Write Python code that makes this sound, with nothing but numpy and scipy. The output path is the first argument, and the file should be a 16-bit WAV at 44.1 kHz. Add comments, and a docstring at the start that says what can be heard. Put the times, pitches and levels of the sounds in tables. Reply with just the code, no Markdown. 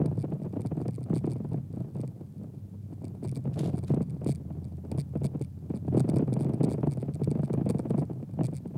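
"""A knock opens the scene, then more: a microphone holder bounces on its seat in a small car on a rough road.
Each knock strikes decaying modes under a crunch of slips, and a boom near 130 Hz follows the shaking.
A loose plastic part buzzes in bursts, one sharp ringing tick per swing of the holder.
Below lie tyre rumble in wavering noise bands, a stretch of engine hum as an unsteady tone, microphone hiss,
and dense noise grains: a short rustle near 3.6 s and a brief fizz at 3.88 s."""
import sys
import numpy as np
from scipy import signal
from scipy.io import wavfile

SR = 44100
rng = np.random.default_rng(int(sys.argv[2]) if len(sys.argv) > 2 else 0)


def makeup_ratio(level_db):
    """Linear amplitude ratio for a level in decibels (20 dB per factor of ten)."""
    decades = np.asarray(level_db, float) / 20
    return 10 ** decades


def master_out(mix):
    """Clip the mix to full scale and print it as 16-bit PCM to the path in sys.argv[1]."""
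    frames = np.transpose(np.atleast_2d(mix))
    ceiling = np.clip(frames, -1, 1)
    pcm = np.round(ceiling * 32767).astype(np.int16)
    wavfile.write(sys.argv[1], SR, pcm)


N = 386757  # length in samples


def rms_one(x):
    """Scales to rms 1."""
    return x / np.sqrt(np.mean(x ** 2) + 1e-20)


def in_time(rows):
    """Draws straight lines between the rows of a curve; one array per column after the time."""
    s, *columns = np.transpose(rows)
    return [np.interp(np.arange(N) / SR, s, column) for column in columns]


def smooth(x, hz):
    """Double one-pole low-pass, a soft treble roll-off."""
    r = np.exp(-2 * np.pi * hz / SR)
    return signal.lfilter([(1 - r) ** 2], [1, -2 * r, r * r], x)


def filtered(x, hz, kind):
    """Butterworth filter with a second-order prototype, high-pass or band-pass."""
    return signal.sosfilt(signal.butter(2, hz, kind, fs=SR, output="sos"), x)


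def ring(clicks, hz, t60_s):
    """A resonance: a unit click sets off a sine of starting height 1 that falls 60 dB in t60_s."""
    r = makeup_ratio(-60 / (t60_s * SR))
    w = 2 * np.pi * hz / SR
    return signal.lfilter([0, np.sin(w)], [1, -2 * r * np.cos(w), r * r], clicks + 1e-18)


def strike(modes, start_s, level_db, spread_db):
    """Every blow strikes each mode of the body with a strength of its own."""
    at = np.clip((start_s * SR).astype(int), 0, N - 1)
    out = np.zeros(N)
    chance = rng.standard_normal((len(at), len(modes)))
    for k, (hz, mode_db, t60_s) in enumerate(modes):
        clicks = np.zeros(N)
        np.add.at(clicks, at, makeup_ratio(level_db + mode_db + spread_db * chance[:, k]))
        out += ring(clicks, hz, t60_s) * (-1) ** k  # neighbouring modes have opposite signs
    return out


def at_random(per_s, level_db, size_db):
    """Moments and levels of small blows that come by chance."""
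    born = rng.random(N) < per_s / SR
    sizes = rng.exponential(1, N)
    levels_db = level_db + size_db * np.minimum(sizes, 3)
    return np.flatnonzero(born) / SR, levels_db[born]


def jolt_db(s, level_db, before_s, after_s):
    """Level of the jostling around each blow: it swells before the blow and dies away after it."""
    marks = np.zeros(N)
    marks[np.minimum(s * SR, N - 1).astype(int)] = makeup_ratio(level_db)
    t = np.arange(-.3, .3, 1 / SR)
    shape = np.exp(-abs(t) / np.where(t < 0, before_s, after_s))
    return 20 * np.log10(abs(signal.fftconvolve(marks, shape, "same")) + 1e-4)


# Spectrum of the tyres through the floor: pitch_hz [Hz], relative density_db [dB per Hz]
TYRE_SPECTRUM = [(25, -28.5), (62, -5), (90, -4.5), (140, 3), (210, -5), (300, -26.5), (640, -33.5),
                 (1140, -65), (2500, -61)]


def tyres(shaking_db, patchy_db):
    """Half-octave bands of noise, each wavering on its own, a little louder on rough road."""
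    out = 0
    edges = 25 * 2 ** np.arange(0, 7.1, .5)
    white = rng.standard_normal((2, N))
    hz, density_db = np.transpose(TYRE_SPECTRUM)
    for k, (low, high) in enumerate(zip(edges, edges[1:])):
        band = filtered(white[k % 2], [low, high], "band")
        waver = rms_one(smooth(rng.standard_normal(N), hz=5.6))
        band_db = np.interp(np.log(low * high) / 2, np.log(hz), density_db)
        out = out + band * makeup_ratio(band_db + patchy_db * waver)
    return makeup_ratio(-41 + 0.23 * (shaking_db - shaking_db.mean())) * rms_one(out)


# Course of the engine hum: start_s [s], pitch_hz [Hz], level_db [dB]
ENGINE_HUM = [(2.2, 100, -49), (2.75, 99, -44), (3.2, 97, -47), (3.95, 92, -42), (4.1, 80, -49),
              (4.6, 85.5, -40.5), (5.2, 86.5, -43), (5.9, 90, -41), (6.1, 90, -51)]


def engine():
    """One firing order stands out as a slightly unsteady tone, with a faint octave."""
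    hz, level_db = in_time(ENGINE_HUM)
    unsteady_db = 2.1 * rms_one(smooth(rng.standard_normal(N), hz=4.2))
    unsteady_hz = 1.293 * rms_one(smooth(rng.standard_normal(N), hz=4.3))
    phase = 2 * np.pi * np.cumsum(hz + unsteady_hz) / SR
    tone = np.sin(phase) + makeup_ratio(-14.0) * np.sin(2 * phase)
    return np.sqrt(2) * makeup_ratio(level_db + unsteady_db) * tone


# Swells of the grains, a rustle near 3.6 s and then a brief fizz in the last row:
# peak_s [s], relative level_db [dB], rise_s [s], fall_s [s]
GRAIN_SWELLS = [(3.536, -53.5, 0.0026, 0.0064), (3.593, -50, 0.0076, 0.013), (3.643, -53, 0.027, 0.037),
                (3.88, -53, 0.0059, 0.022)]


def rustle_and_fizz():
    """Dense noise grains in short swells: a broad body, a faint ring near 4 kHz and a high sheen."""
    grain_db = 4.0 * rms_one(smooth(rng.standard_normal(N), hz=120.0))
    grains = rng.standard_normal((2, N)) * makeup_ratio(grain_db)
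    body = filtered(grains[0], [900.0, 4900.0], "band")
    sheen = filtered(grains[1], [6200.0, 10500.0], "band")
    ringing = ring(grains[1], 3740.0, 0.0023)
    t = np.arange(N) / SR
    swells = sum(makeup_ratio(level_db) * np.exp(-abs(t - peak_s) / np.where(t < peak_s, rise_s, fall_s))
                 for peak_s, level_db, rise_s, fall_s in GRAIN_SWELLS)
    return swells * rms_one(body + makeup_ratio(-4.0) * sheen + makeup_ratio(-17.0) * ringing)


# Bumps that set the holder bouncing: start_s [s], relative level_db [dB], knocks [count], gap_s [s]
ROAD_BUMPS = [(.001, -15, 2, 0.014), (.055, -18.5, 1, .04), (.114, -22.5, 3, 0.063),
              (.319, -22.5, 2, 0.0063), (.417, -25.5, 2, 0.046), (.533, -23.5, 3, 0.031),
              (.65, -21, 1, .04), (.713, -24, 2, 0.0071), (.772, -23, 1, .04), (.801, -25, 2, 0.015),
              (.856, -21.5, 2, 0.029), (.981, -28, 2, 0.031), (1.101, -19, 3, 0.031), (1.243, -18, 2, .031),
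              (1.357, -25.5, 3, 0.045), (1.517, -25, 2, 0.026), (1.737, -28, 3, .036),
              (1.956, -23.5, 3, 0.039), (2.209, -31, 1, .04), (2.412, -31, 2, 0.027), (2.925, -32, 1, .04),
              (3.017, -31, 2, 0.025), (3.227, -26, 2, .02), (3.323, -29.5, 2, 0.046),
              (3.453, -21, 2, 0.022), (3.561, -24.5, 2, 0.036), (3.603, -23, 1, .04),
              (3.633, -21.5, 3, 0.024), (3.737, -20.5, 2, 0.042), (3.902, -17, 4, 0.035),
              (4.215, -27.5, 1, .04), (4.262, -17, 2, 0.029), (4.399, -34.5, 4, 0.051),
              (4.571, -32.5, 1, .04), (4.72, -38, 3, 0.059), (4.916, -22, 3, 0.032), (5.154, -21.5, 1, .04),
              (5.217, -20, 2, .028), (5.348, -21.5, 2, 0.062), (5.702, -21.5, 2, 0.036),
              (5.879, -19.5, 2, 0.046), (5.946, -11.5, 2, 0.025), (6.001, -17, 4, 0.044),
              (6.164, -15.5, 3, 0.03), (6.279, -19, 7, 0.043), (6.564, -35, 1, .04),
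              (6.607, -15.5, 2, 0.029), (6.678, -20, 2, 0.037), (6.74, -20, 2, .042), (6.832, -15, 2, .041),
              (6.971, -20.5, 3, 0.056), (7.215, -18.5, 2, 0.059), (7.314, -19.5, 4, 0.039),
              (7.503, -18, 4, 0.036), (7.662, -14.5, 2, 0.037), (7.746, -18, 2, 0.046),
              (7.854, -19, 1, .04), (7.904, -17, 4, 0.039), (8.097, -25, 2, .012), (8.226, -31.5, 1, .04),
              (8.39, -16, 2, 0.019), (8.439, -24.5, 3, 0.044), (8.656, -24, 2, 0.1)]


def knocks():
    """Moments and levels of the bump knocks: each bump is an even run of nearly equal bounces."""
    chance = rng.standard_normal((len(ROAD_BUMPS), 8))
    blows = []
    for row, (start_s, level_db, count, gap_s) in enumerate(ROAD_BUMPS):
        for k in range(max(round(count), 1)):
            blows.append((start_s + k * gap_s, level_db + 0.5 * chance[row, k] * (k > 0)))
    return np.transpose(blows)


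# Roughness of the road between bumps: start_s [s], shaking level_db [dB]
ROAD_ROUGHNESS = [(0, -26.5), (.9, -49), (1.15, -40), (1.55, -29), (1.67, -41.5), (1.8, -25), (1.9, -41),
                  (2.3, -53), (2.42, -41), (2.66, -60), (3.4, -39.5), (4.9, -42), (5.2, -40.5), (5.5, -46),
                  (6.06, -32), (8.77, -39)]


def shaking(knock_s, knock_db):
    """Shaking in dB: the road, swelling around bump knocks and buzzes; long buzzes add more."""
    start_s, level_db, ticks = np.transpose(BUZZ_BURSTS)
    ticks = np.round(ticks)
    middle_s = start_s + ticks / 2 / np.interp(start_s, *np.transpose(SWING_RATE))
    rise_s, fall_s = 0.042, 0.032
    by_knocks = jolt_db(knock_s, knock_db - 18, rise_s, fall_s)
    by_buzzes = jolt_db(middle_s, level_db + 5 + 0.27 * (ticks - 5.0), rise_s, fall_s)
    power = makeup_ratio(2 * in_time(ROAD_ROUGHNESS)[0]) + makeup_ratio(2 * by_knocks) + makeup_ratio(2 * by_buzzes)
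    return 10 * np.log10(power)


# Swing rate of the holder, which times the ticks: start_s [s], rate_hz [swings per s]
SWING_RATE = [(0, 118), (3.7, 122.5), (4.2, 138), (6.8, 124.5), (7.3, 133), (8.4, 122), (8.55, 131)]


def swings():
    """Around each buzz the holder swings as a clean tone; ticks are timed just after its crests."""
    out = np.zeros(N)
    for start_s, level_db, ticks in BUZZ_BURSTS:
        per_s = np.interp(start_s, *np.transpose(SWING_RATE))
        first = int((start_s - 3 / per_s) * SR)
        last = int((start_s + (round(ticks) + 3) / per_s) * SR)
        at = np.arange(first, last)
        turns = (at / SR - start_s) * per_s
        swing = np.hanning(len(at)) * np.cos(2 * np.pi * (turns + 0.17))
        out[at] += makeup_ratio(.5 * level_db - 10.0) * swing
    return out


# Buzzes of the loose part: start_s [s], relative level_db [dB], ticks [count, rounded when played]
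BUZZ_BURSTS = [(0.059, -42.5, 0.63), (0.1738, -52, 1), (0.1925, -47.5, 5), (0.418, -54, 2.7),
               (0.526, -53, 1.4), (0.6092, -45.5, 2.2), (0.662, -44.5, 2.4), (0.807, -52.5, 3.3),
               (0.8814, -42, 1.4), (0.909, -50.5, 0.65), (0.935, -49, 3.9), (1.031, -49, 1.6),
               (1.1395, -42, 6.9), (1.2577, -50.5, 1.8), (1.3, -44.5, 5), (1.5334, -50, 1),
               (2.005, -46, 2.2), (2.077, -49.5, 0.96), (3.0437, -46, 1.7), (3.0817, -49.5, 1.2),
               (3.233, -47.5, 3.5), (3.276, -44, 3.4), (3.3146, -47, 1.2), (3.349, -43, 3.6),
               (3.692, -50.5, 2), (3.773, -44.5, 2.52), (3.8303, -47.5, 2.6), (3.9448, -45, 0.8),
               (4.0202, -47.5, 2.5), (4.0981, -47.5, 2.0), (4.245, -45.5, 0.69), (4.2657, -39, 8.7),
               (4.35, -46.5, 1.6), (4.644, -53, 1.6), (4.9159, -41, 1.4), (4.9769, -39.5, 6.4),
               (5.2357, -39, 5), (5.415, -45, 1.6), (5.4393, -49.5, 2.4), (5.7506, -48.5, 4),
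               (5.9699, -42, 2.7), (5.9964, -35.5, 2.0), (6.09, -38.5, 1.56), (6.1424, -49, 0.64),
               (6.1602, -39, 2.0), (6.185, -43.5, 0.72), (6.3299, -39.5, 2.3), (6.3925, -44, 6),
               (6.446, -46, 1.0), (6.536, -47.5, 2.5), (6.632, -38, 2.8), (6.6925, -42, 7.1),
               (6.9118, -43, 3.54), (7.002, -49.5, 4.2), (7.1385, -45.5, 3.1), (7.236, -41.5, 2),
               (7.3057, -43.5, 2.24), (7.435, -48, 3.6), (7.5313, -43.5, 2.1), (7.6914, -35.5, 3.44),
               (7.785, -43.5, 3.4), (7.8981, -45.5, 2), (7.979, -45, 3.6), (8.0173, -51.5, 1.4),
               (8.4346, -39, 5.3), (8.5364, -45.5, 7.4)]
# Modes a tick sets ringing in the plastic: pitch_hz [Hz], relative level_db [dB], t60_s [s]
PLASTIC_MODES = [(2333, -6, 0.012), (3550, -10, 0.0068), (4620, -1, 0.0046), (5440, -3.5, 0.0025),
                 (8430, 8, 0.0017), (9420, 4, 0.0023), (12500, -13, 0.0014)]


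def loose_part(knock_s, knock_db):
    """One tick per swing, strongest in mid-buzz, with two rebounds and a fizz that grow with its force."""
    # faint stray ticks, slightly stronger near knocks
    near_db = jolt_db(knock_s, knock_db, before_s=0.0046, after_s=0.0039)
    s, db = at_random(35.0, 0.14 * near_db - 60.0, size_db=4.0)
    for start_s, level_db, ticks in BUZZ_BURSTS:
        per_s = np.interp(start_s, *np.transpose(SWING_RATE))
        k = np.arange(max(round(ticks), 1))
        arch = np.sin(np.pi * ((k + 1) / (len(k) + 1.7)) ** 0.96)
        chance = rng.standard_normal((2, 12))[:, :len(k)]
        s = np.r_[s, start_s + (k + .015 * chance[0] * (k > 0)) / per_s]
        db = np.r_[db, level_db - 8.5 * (arch.max() - arch) - 1.5 * abs(chance[1])]
    luck = rng.standard_normal((len(s), 4))
    rebound = np.array([1, 2])
    again_s = s[:, None] + 0.0022 * (rebound + .15 * luck[:, :2])
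    again_db = db[:, None] + 0.67 * (db[:, None] + 42.0) - 8 * rebound + 4.0 * luck[:, 2:]
    fizz_db = jolt_db(s, 1.287 * db + 64.5, before_s=0.000099, after_s=0.0015) - 77.5
    fizz = makeup_ratio(fizz_db) * rng.standard_normal(N)
    bounces = sum(makeup_ratio(mode_db) * ring(fizz, hz, t60_s) for hz, mode_db, t60_s in PLASTIC_MODES)
    all_s = np.r_[s, again_s.ravel()]
    all_db = np.r_[db, again_db.ravel()] - 2.0
    ticking = strike(PLASTIC_MODES, all_s, all_db, spread_db=2.5)
    # too small to radiate below its first mode
    return filtered(ticking + bounces, 1900.0, "high")


# Modes a knock sets ringing in the holder: pitch_hz [Hz], relative level_db [dB], t60_s [s]
HOLDER_MODES = [(131, -10.5, 0.11), (154, -1.5, 0.081), (214.9, -2.5, 0.056), (298, 1, 0.022),
                (449, -4, 0.017), (649, -10.5, 0.016), (911, -14, 0.0052), (1222, -23.5, 0.0047),
                (1855, -31.5, 0.0036), (2400, -22, 0.0024)]


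def holder(s, db, shaking_db):
    """Soft knocks in a crunch of small slips, over a noise-driven low mode that booms with the shaking."""
    # light knocks come by chance, stronger as the shaking grows
    light_s, light_db = at_random(40.0, 0.62 * shaking_db - 15.0, size_db=1.5)
    s, db = np.r_[s, light_s], np.r_[db, light_db]
    thuds = smooth(strike(HOLDER_MODES, s, db - .8, spread_db=2.5), hz=1780.0)
    near_db = jolt_db(s + 0.0027, db, before_s=0.0053, after_s=0.0072)
    slip_s, slip_db = at_random(600.0, near_db - 14.5, size_db=2.5)
    slips = strike(HOLDER_MODES, slip_s, slip_db, spread_db=4.0)
    # a slip is too brief and light to move the low modes
    crunch = filtered(slips, 450.0, "high")
    crunch = makeup_ratio(2.5) * smooth(crunch, hz=2970.0)  # rubbery contact, no sharp edge
    boom = rms_one(ring(rng.standard_normal(N), 133.6, 0.13))
    return thuds + crunch + makeup_ratio(shaking_db - 5.5) * boom


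def scene():
    """All sources at one microphone."""
    knock_s, knock_db = knocks()
    shaking_db = shaking(knock_s, knock_db)
    mix = holder(knock_s, knock_db, shaking_db) + loose_part(knock_s, knock_db)
    mix = mix + tyres(shaking_db, patchy_db=2.5) + engine() + rustle_and_fizz() + swings()
    return mix[None]


def low_pass(x):
    """Removes everything above the highest recorded frequency."""
    return signal.sosfilt(signal.butter(12, 15840, fs=SR, output="sos"), x)


def record(dry):
    """The microphone cuts the deep bass and adds its hiss."""
    hiss = makeup_ratio(-74) * rms_one(rng.standard_normal(N))
    bass_cut = signal.butter(4, 78.0, "high", fs=SR, output="sos")
    mix = signal.sosfilt(bass_cut, dry) + hiss
    return low_pass(mix)


dry = scene()
out = record(dry)
master_out(out)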